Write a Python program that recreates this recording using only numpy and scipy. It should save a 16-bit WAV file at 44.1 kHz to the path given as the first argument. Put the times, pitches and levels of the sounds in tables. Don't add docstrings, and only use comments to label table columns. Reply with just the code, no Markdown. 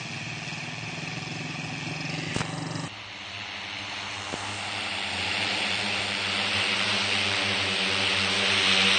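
import sys
import numpy as np
from scipy import signal
from scipy.io import wavfile
from scipy.ndimage import uniform_filter1d

SR = 44100
rng = np.random.default_rng(int(sys.argv[2]) if len(sys.argv) > 2 else 0)


def dump_mix(stems):
    frames = np.atleast_2d(stems).T
    limited = np.clip(frames, -1, 1)
    pcm = np.round(limited * 32767).astype(np.int16)
    wavfile.write(sys.argv[1], SR, pcm)


def gain_from_db(level_db):
    decades = np.asarray(level_db, float) / 20
    return 10 ** decades


N = 396018
TIME = np.arange(N) / SR
CUT_S = 2.879
TURN_S = (2.3, 2.55)


def level(x, rms_db):
    return x * gain_from_db(rms_db) / np.sqrt(np.mean(x ** 2))


def curves(table):
    s, *columns = np.transpose(table)
    return [np.interp(TIME, s, column) for column in columns]


def band(x, lo_hz, hi_hz):
    edges_hz = [lo_hz, min(hi_hz, 0.45 * SR)]
    return signal.sosfilt(signal.butter(2, edges_hz, "bandpass", fs=SR, output="sos"), x)


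def ring(x, modes):
    out = 0
    for k, (hz, width_hz, db) in enumerate(modes):
        b, a = signal.iirpeak(hz, hz / width_hz, fs=SR)
        out = out + (-1) ** k * gain_from_db(db) * signal.lfilter(b, a, x)
    return out


def walk(rate_hz, size=1):
    steps = rng.standard_normal(int(N / SR * 50))
    return 1.22 * np.interp(TIME[::size] * rate_hz, np.arange(len(steps)), steps)


def bump(centre_s, width_s):
    return np.exp(-np.minimum(((TIME - centre_s) / width_s) ** 2, 20))


def parts(table, mid_db, shares, pose):
    closer_db = curves(table)[0] - mid_db
    return [mid_db + db + follow * closer_db + pose_db * pose for db, follow, pose_db in shares]


def swish(span, turns, share_db, airs, change_s, parts_db, edges_hz, sharp, patchy_db):
    n = len(TIME[span])
    puffs = 0
    for turn, db in zip(turns, share_db):
        blade_pass = np.exp(sharp * np.cos(2 * np.pi * turn[span]))
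        puffs = puffs + gain_from_db(db) * blade_pass * rng.standard_normal(n)
    puffs = level(puffs / np.sqrt(uniform_filter1d(puffs ** 2, SR // 4)), 0)
    hz, s, frames = signal.stft(puffs, SR, nperseg=1024, noverlap=768)
    hz, s = np.maximum(hz, 1), s + TIME[span][0]

    colours = []
    for air in airs:
        air_hz, air_db = np.transpose(air)
        colours.append(gain_from_db(np.interp(np.log(hz), np.log(air_hz), air_db)))
    colours = np.array(colours)
    weights = (1, 0, 0, 0), (0, 1, 1, 0), (0, 0, 0, 1)
    poses = np.array([np.interp(s, change_s, w) for w in weights])

    low, main, treble = (1 / (1 + (hz / edge) ** 8) for edge in edges_hz)
    gain = 0
    for region, db in zip((main - low, low, treble - main, 1 - treble), parts_db):
        shapes = colours * region
        shapes = shapes / np.sqrt(np.mean(shapes ** 2, axis=1, keepdims=True))
        gain = gain + shapes.T @ poses * gain_from_db(np.interp(s, TIME, db + patchy_db * walk(14)))
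    out = np.zeros(N)
    out[span] = signal.istft(frames * gain, SR, nperseg=1024, noverlap=768)[1][:n]
    return out


# start_s, swish_level_db
NEAR_APPROACH = [(2.89, -44), (3.3, -40), (3.7, -37.5), (3.97, -35.5), (4.25, -37.5), (4.7, -34.5),
                 (5.4, -29), (5.7, -28.5), (6.09, -30), (6.9, -26), (7.35, -27.5), (7.7, -27.5),
                 (8.17, -26.5), (8.5, -24), (8.8, -22), (8.97, -22.5)]
# start_s, blade_rate_hz of rotors 1-6
MOTORS = [(2.9, 106.5, 105, 100, 98, 94.5, 92.5), (3.5, 107, 104.5, 100.5, 100, 95, 93.5),
          (4.1, 106, 103.5, 99.5, 102, 95.5, 94.5), (4.6, 105.5, 103, 100, 101, 97, 95),
          (5.0, 104, 103, 97.2, 98.5, 93.5, 90.8), (5.35, 106, 104, 97.3, 100.3, 93, 90.5),
          (5.8, 107.5, 104, 99, 102.6, 93.5, 91), (6.3, 105, 101, 96, 99.5, 95, 90.5),
          (6.7, 106.5, 103.5, 97, 99.5, 96.5, 92), (7.1, 105.5, 104, 98, 100, 96.5, 93.3),
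          (7.5, 103.5, 101.5, 97.3, 95.5, 99, 94), (7.9, 103.5, 100, 96.5, 95, 99, 93.7),
          (8.2, 102, 101, 96.2, 95, 98.5, 93), (8.5, 99.5, 101.5, 96, 95.5, 98, 94.5),
          (8.98, 97, 102.5, 97, 96, 98, 95)]
# start_s, level_db of rotors 1-6
AIM = [(3.1, 1.5, -2, 0, -1.5, -2, -3), (3.45, -0.5, -2, 2.5, -2, -4.0, 1.0),
       (3.8, -2.5, -2.5, 4, 2.5, -4.5, -1.5), (4.15, -6, -5.5, 3.5, -4.0, -3.5, -2),
       (4.5, -3, -6.5, 4.5, 4, -8.5, -9.5), (4.85, 1.5, 3.5, 1.5, -6, -5.5, -3),
       (5.2, 1.5, -2.5, -4.5, 0, 0.5, 5), (5.55, 2.0, -1, 2, 2.0, 0, -5.5),
       (5.9, -2, 4.5, 2, -1.0, -3, -10), (6.25, -9.5, -1, -2, 1.5, -7, -9),
       (6.6, 0.0, -3.5, 0, -0.5, -1.5, 1), (6.95, 0.5, 1, -2.5, -3.5, -2.5, -9.5),
       (7.3, -1, 0, 2.5, 1.5, -0.5, -4.5), (7.65, 0.5, -1.5, -2, 1.5, -1.5, 4),
       (8.0, -7.5, -0.5, 0.5, -4, 5, 0.5), (8.35, -1.5, 1, 3.0, -2, -0.5, -1.0),
       (8.7, -4.5, -2, -2, 2.5, -3, -1.0), (8.85, 1.5, -4, 0.5, 2, -4, 1.0)]
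# blade_rate_multiple, level_db
BLADE = [(1, 2.5), (2, 2), (3, -4), (4, -1), (5, -2), (6, -2), (7, -6.5), (8, -4), (9, -10), (10, -20)]
# blade_rate_multiple, level_db
LOW_BLADE = [(1, 0), (2, -1.5), (3, -3), (4, -8.5), (5, -9.5), (6, -7), (7, -3.5), (8, -6), (9, -6),
             (10, -9.5)]
BRIGHT_DB = [0.5, 0.5, 1, 2.5, 0, -4]
# freq_hz, density_db_per_hz
LOW_AIR = [(80, -15), (436, -18), (830, -5), (1550, -8), (2200, -0.5), (2450, -3), (2850, 1.5),
           (3250, -5.5), (4350, -6.5), (4520, -10), (4720, -16.5), (4950, -21.5), (5150, -14), (5600, -17),
           (5880, -22.5), (6050, -15.5), (6300, -16.5), (6550, -22.5), (6750, -23.5), (6950, -21.5),
           (7400, -28.5), (7680, -30), (7900, -27.5), (8250, -26), (8500, -37), (8850, -26.5),
           (9300, -33.5)]
# freq_hz, density_db_per_hz
CLIMB_AIR = [(40, -46), (150, -16.5), (300, -14), (440, -16), (600, -11.5), (800, -7), (1080, -11.5),
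             (1350, -6.5), (1650, -9.5), (2200, -3.5), (2450, -4.5), (2700, -0.5), (2900, -3), (3150, -7),
             (3450, -4), (3900, -10.5), (4300, -7), (5400, -15.5), (5700, -17.5), (6050, -24), (6250, -24),
             (6600, -19.5), (6970, -24), (7250, -21), (7500, -17.5), (7750, -23.5), (8150, -27),
             (8400, -20.5), (8650, -15), (9000, -25.5), (9400, -54.5)]
# freq_hz, density_db_per_hz
NEAR_AIR = [(40, -45), (150, -16.5), (300, -16), (440, -19), (600, -12.5), (800, -6.5), (1080, -6),
            (1290, -3.5), (1600, -5.5), (2200, -0.5), (2750, 2), (3500, -2), (4500, -4.5), (5900, -12.5),
            (6300, -17), (6750, -18.5), (6980, -23), (7170, -16.5), (7400, -21), (7950, -18.5),
            (8500, -14.5), (8850, -17), (9300, -46)]
# mid_distance_db, approach_share (ratio), handling_extra_db
NEAR_PARTS = [
    (-0.54, 0.86, -2.3),
    (-8.5, 0.72, 4.5),
    (-12.5, 0.93, -1),
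    (-18, 0.87, 9.5),
]
# low_hz, high_hz, added_share (ratio)
CLOSE = [(1950, 4900, 0.12), (4100, 5300, -0.36), (7060, 7600, -.4), (614, 1100, -.25)]
# start_s, peak_db, sign (+1/-1)
SLAPS = [(4.2452, -25, -1), (4.4738, -26, -1), (4.7248, -17, 1), (4.7733, -24, 1), (4.8321, -22, 1),
         (5.1098, -21, -1), (5.4687, -19, 1), (5.5554, -19, 1), (5.6278, -17, -1), (6.9736, -17, 1),
         (6.9832, -17, 1), (7.458, -18, 1), (7.5624, -16, 1), (7.5721, -18, 1), (7.5832, -14, 1),
         (7.6302, -16, 1), (7.7267, -18, 1), (8.4604, -15, -1)]


def near_drone():
    mid_db, tone_db, tone_follow = -33, -46.5, 0.5
    skim_db = -3
    first_lag = 0.38
    trim_hz, trims_hz, jitter_hz, jitters_hz = 0.25, 1.5, 0.22, 9
    turns = []
    for rate_hz in curves(MOTORS):
        rate_hz = rate_hz + trim_hz * walk(trims_hz) + jitter_hz * walk(jitters_hz)
        turns.append(np.cumsum(rate_hz) / SR + rng.random())
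    aim_db = np.array([db + 1.2 * walk(4) for db in curves(AIM)])
    closer_db = curves(NEAR_APPROACH)[0] - mid_db
    gains = gain_from_db(aim_db) * gain_from_db(tone_db + tone_follow * closer_db) / np.sqrt(len(aim_db) / 2)

    tones, step, heard = np.zeros(N), 64, slice(int(CUT_S * SR) - 256, N)
    risen = np.interp(TIME[::step], (3.8, 6.5), [0, 1])
    lag_db = -first_lag * closer_db[::step]
    for (k, high_db), (_, low_db) in zip(BLADE, LOW_BLADE):
        order_db = low_db + skim_db + risen * (high_db - low_db - skim_db) + (k == 1) * lag_db
        for turn, gain, bright_db in zip(turns, gains, BRIGHT_DB):
            flutter_db = order_db + (k > 4) * bright_db + 2.4 * walk(7, size=step)
            flutter = np.interp(TIME[heard], TIME[::step], gain_from_db(flutter_db) * gain[::step])
            tones[heard] += flutter * np.sin(2 * np.pi * (k * turn[heard] + rng.random()))

    handled = bump(4.365, 0.37)
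    parts_db = parts(NEAR_APPROACH, mid_db, NEAR_PARTS, handled)
    air = swish(heard, turns, 0.61 * aim_db[:, heard], (LOW_AIR, CLIMB_AIR, NEAR_AIR),
                (4.2, 4.8, 6.0, 6.9), parts_db, (1600, 4150, 6400), sharp=0.56, patchy_db=0.68)
    bounce = 0.66 * np.exp(-((TIME - 5.2) / 0.74) ** 2) * band(air, 625, 957)
    overhead = np.interp(TIME, (8.2, 8.6), [0, 1])
    close = overhead * sum(share * band(air, lo_hz, hi_hz) for lo_hz, hi_hz, share in CLOSE)

    slap_hz = 2800
    for start_s, peak_db, sign in SLAPS:
        near = slice(int(start_s * SR) - 40, int(start_s * SR) + 40)
        u = (np.pi * slap_hz * (TIME[near] - start_s)) ** 2
        tones[near] += sign * gain_from_db(peak_db) * (1 - 2 * u) * np.exp(-u)
    return tones + air + close + bounce


# start_s, firing_rate_hz
REVS = [(0, 18.54), (.36, 19.39), (.72, 19.66), (1.08, 20.84), (1.44, 21.68), (1.8, 21.63), (2.16, 22.75),
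        (2.52, 22.8), (2.88, 23.6)]
# freq_hz, width_hz, level_db
PIPE = [(110, 18, -9), (157, 24, 0), (260, 60, -10.5), (350, 90, -16)]
# freq_hz, width_hz, level_db
CASING = [(592, 24, -5), (750, 38, -6.5), (854, 48, -1.5), (1172, 56, -0.5), (1825, 100, -11)]
# freq_hz, width_hz, level_db
VALVE = [(5150, 200, 0), (4200, 180, -7), (4750, 400, -13), (7500, 2500, -27)]


def motorbike():
    revs_hz = curves(REVS)[0]
    extra_hz = revs_hz - 18.5
    turn = np.cumsum(revs_hz) / SR + 0.1027
    fired = np.r_[0, np.flatnonzero(np.diff(np.floor(turn)))]
    chance = rng.standard_normal((len(fired), 2))
    late = (SR * 0.0004 * chance[:, 0]).astype(int)
    bangs = np.zeros(N)
    bangs[np.clip(fired + late, 0, N - 1)] = gain_from_db(1.1 * chance[:, 1])

    def delayed(delay_s):
        return np.roll(bangs, int(delay_s * SR))

    def pulse(sharp, phase):
        return np.exp(sharp * np.cos(2 * np.pi * (turn - phase)))

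    echoes = bangs + 0.75 * delayed(0.0063) + 0.6 * delayed(0.0129)
    gas = pulse(0.5, 0.3) * rng.standard_normal(N)
    exhaust = level(ring(echoes, PIPE), 0) + level(ring(gas, PIPE[:3]), -17)
    exhaust = exhaust + level(ring(gas, PIPE[:1]), -13) + level(band(gas, 200, 400), -11)
    boom = gain_from_db(2 - 1.6 * extra_hz) * band(exhaust, 99, 130)
    bark = gain_from_db(-12 + 1.5 * extra_hz) * band(exhaust, 285, 430)
    exhaust = exhaust + boom + bark

    gear_turn = 12 * turn + 0.22 * walk(30)
    growl = pulse(0.5, 0.03) * gain_from_db(3.0 * walk(20)) * np.cos(2 * np.pi * gear_turn)
    lag = np.clip(0.2 + 0.3 * (extra_hz - 1), 0.2, 0.55)
    whine_turn = np.cumsum(712 + 11 * extra_hz) / SR + 0.2 * walk(40)
    whine = pulse(1.2, lag) * gain_from_db(3.0 * walk(25)) * np.cos(2 * np.pi * whine_turn)
    casing = ring(gas + level(echoes, -9.0), CASING)
    engine = level(band(exhaust, 74, 420), 0) + level(growl, -10)
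    engine = engine + level(whine, -13.0) + level(casing, -13.0)
    head = level(ring(delayed(0.005), [(578, 45, 0)]), -21)
    engine = engine + gain_from_db(1.3 * extra_hz) * head

    clack = level(delayed(0.0112), -1.5) + level(pulse(9, 0.36) * rng.standard_normal(N), 0)
    ticks = level(band(ring(clack, VALVE), 3600, 9000), 0)
    engine_db = -39.5 + 1.05 * extra_hz
    tick_db = -54 + 1.44 * extra_hz + np.interp(TIME, TURN_S, [0, -1]) + 2.0 * walk(16)
    tick_db = tick_db - 10 * bump(2.5, 0.07)
    return gain_from_db(engine_db) * level(engine, 0) + gain_from_db(tick_db) * ticks


# start_s, peak_db, push_ms, sign (+1/-1)
KNOCKS = [(2.3502, -24, .4, 1), (2.3631, -21, 1.5, -1), (2.3637, -19, 1.6, -1), (2.3638, -19, .5, -1),
          (2.3853, -22, .35, -1), (2.4035, -22, .2, 1), (2.4065, -13, .35, 1), (2.4078, -21, 2.2, -1),
          (2.4125, -25, .25, -1), (2.41615, -20, .25, -1), (2.4159, -13, .3, 1), (2.418, -16, .3, 1),
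          (4.3285, -23, .8, 1), (4.3402, -17, 1.2, 1), (4.3403, -18, .2, 1), (4.32855, -22, .25, 1),
          (5.99, -34, 3, 1)]


def finger():
    rub_peak_s, slip_s = 2.41, 0.0215
    rub_db = np.interp(TIME, (2.345, rub_peak_s, 2.425), (-38.5, -35.5, -56.5), left=-120, right=-120)
    rub_db = rub_db + 4 * np.cos(2 * np.pi * (TIME - rub_peak_s) / slip_s)
    out = gain_from_db(rub_db) * level(band(rng.standard_normal(N), 1200, 8500), 0)
    for start_s, peak_db, push_ms, sign in KNOCKS:
        near = slice(int(start_s * SR) - 500, int(start_s * SR) + 500)
        u = (TIME[near] - start_s) * 1000 / push_ms
        push, rebound = np.exp(-(3.0 * u) ** 2), 0.75 * np.exp(-(1.4 * (u - 0.85)) ** 2)
        out[near] += sign * gain_from_db(peak_db) * (push - rebound)
    return out


# start_s, swish_level_db
FAR_SWELLS = [(0, -40.5), (.7, -41.5), (1.4, -41), (2.0, -40.5), (2.35, -38), (2.55, -48), (2.7, -48.5),
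              (2.87, -46)]
# blade_rate_hz, share_db
FAR_ROTORS = [(113.4, -14), (94.4, -15), (107.7, -7), (102.4, 6), (88.9, -6.5), (105.7, 5.5)]
# freq_hz, density_db_per_hz
FAR_AIR = [(400, -19), (550, -17.5), (660, -9), (733, -8), (1000, -13), (1380, -17), (1840, -4.5),
           (2060, -11.5), (2300, -1), (2550, 3), (2750, -3.5), (2950, -10.5), (3350, -7.5), (3850, -18),
           (4250, -13), (4600, -19), (5000, -16.5), (5550, -19.5), (5900, -17), (6900, -22), (7500, -22.5),
           (8050, -28.5), (8600, -23.5), (9000, -29.5), (9400, -45)]
# freq_hz, density_db_per_hz
SWUNG_AIR = [(400, -11), (750, -5.5), (1050, -12), (1450, -13), (1950, -1.5), (2320, -5), (2700, 0),
             (3100, -6.5), (3450, -12), (3900, -8.5), (4300, -17), (4550, -6.5), (5100, -15), (5550, -17),
             (6700, -14.5), (8200, -19.5), (8600, -15.5), (9100, -41)]
# freq_hz, density_db_per_hz
TURNED_AIR = [(260, -46), (450, -8), (566, 5.5), (702, -6.5), (861, 2.5), (1200, -0.5), (1500, -11),
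              (1800, -4), (2450, -13.5), (2850, -7.5), (3600, -14), (4000, -0.5), (4350, -16), (4600, -6),
              (5500, -22.5), (5750, -6), (6150, -11.5), (6700, -12), (8300, -11.5), (8900, -20.5),
              (9300, -51)]
# level_db, swell_share (ratio), turned_extra_db
FAR_PARTS = [
    (1.23, 1.05, 3.5),
    (-5, 0.095, 3.5),
    (-5.5, 0.33, -12),
    (-14.5, 0.53, 11),
]


def far_drone():
    turns = [np.cumsum(rate_hz + 0.711 * walk(1.36)) / SR for rate_hz, _ in FAR_ROTORS]
    share_db = [db for _, db in FAR_ROTORS]
    parts_db = parts(FAR_SWELLS, -41, FAR_PARTS, np.interp(TIME, TURN_S, [0, 1]))
    swing_s = (2.1, 1.7)
    return swish(slice(int(CUT_S * SR)), turns, share_db, (FAR_AIR, SWUNG_AIR, TURNED_AIR),
                 swing_s + TURN_S, parts_db, (1600, 3600, 6250), sharp=0.36, patchy_db=0.72)


def wind():
    return level(band(rng.standard_normal(N), 57, 130), -57.5)


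def scene():
    first = np.clip((CUT_S - TIME) / 0.0013, 0, 1)
    takes = first * (motorbike() + far_drone()) + (1 - first) * near_drone()
    return (takes + finger() + wind())[None]


def starve(x, mask_db, scatter_db, from_hz, top_hz):
    hop = 1024
    k, n = np.arange(int(top_hz * 2 * hop / SR)) + 0.5, np.arange(2 * hop) + 0.5
    window = np.sin(np.pi * n / hop / 2)[:, None]
    basis = window * np.cos(np.pi / hop * np.outer(n + hop / 2, k)) * np.sqrt(2 / hop)
    halves = np.pad(x, (hop, 2 * hop - N % hop)).reshape(-1, hop)
    both = np.hstack([halves[:-1], halves[1:]])
    lines, line_hz = both @ basis, k * SR / 2 / hop
    patches = uniform_filter1d(rng.standard_normal((len(lines), 64)), size=3, axis=0) * np.sqrt(3)
    patches = np.repeat(patches, 8, axis=1)[:, :len(k)]
    loudness = np.sqrt(np.mean(lines ** 2, axis=1, keepdims=True))
    step = loudness * gain_from_db(mask_db + scatter_db * patches)
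    step = step * np.minimum(line_hz / from_hz, 1) ** 2 * gain_from_db(5 - 8 * k / len(k))
    nearby = np.sqrt(np.abs(uniform_filter1d(lines ** 2, size=48, axis=1)))
    nearby = nearby * np.minimum(line_hz / 1900, 1) ** 2
    step = np.maximum(step, nearby * gain_from_db(-0.5 + 3 * patches))
    knocked = np.abs(both).max(axis=1) > 5.5 * both.std(axis=1)
    step = step * gain_from_db(-14.0 * knocked)[:, None]
    frames = (np.sign(lines) * np.floor(np.abs(lines) / step + 0.4) * step) @ basis.T
    return (frames[:-1, hop:] + frames[1:, :hop]).ravel()[:N]


def roll_off(x):
    return signal.sosfilt(signal.butter(12, 9700, fs=SR, output="sos"), x)


def record(dry):
    mic = signal.sosfilt(signal.butter(2, 55, "highpass", fs=SR, output="sos"), dry[0])
    mix = starve(mic, mask_db=-7.5, scatter_db=5, from_hz=3000, top_hz=9100)[None]
    return roll_off(mix)


dry = scene()
out = record(dry)
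dump_mix(out)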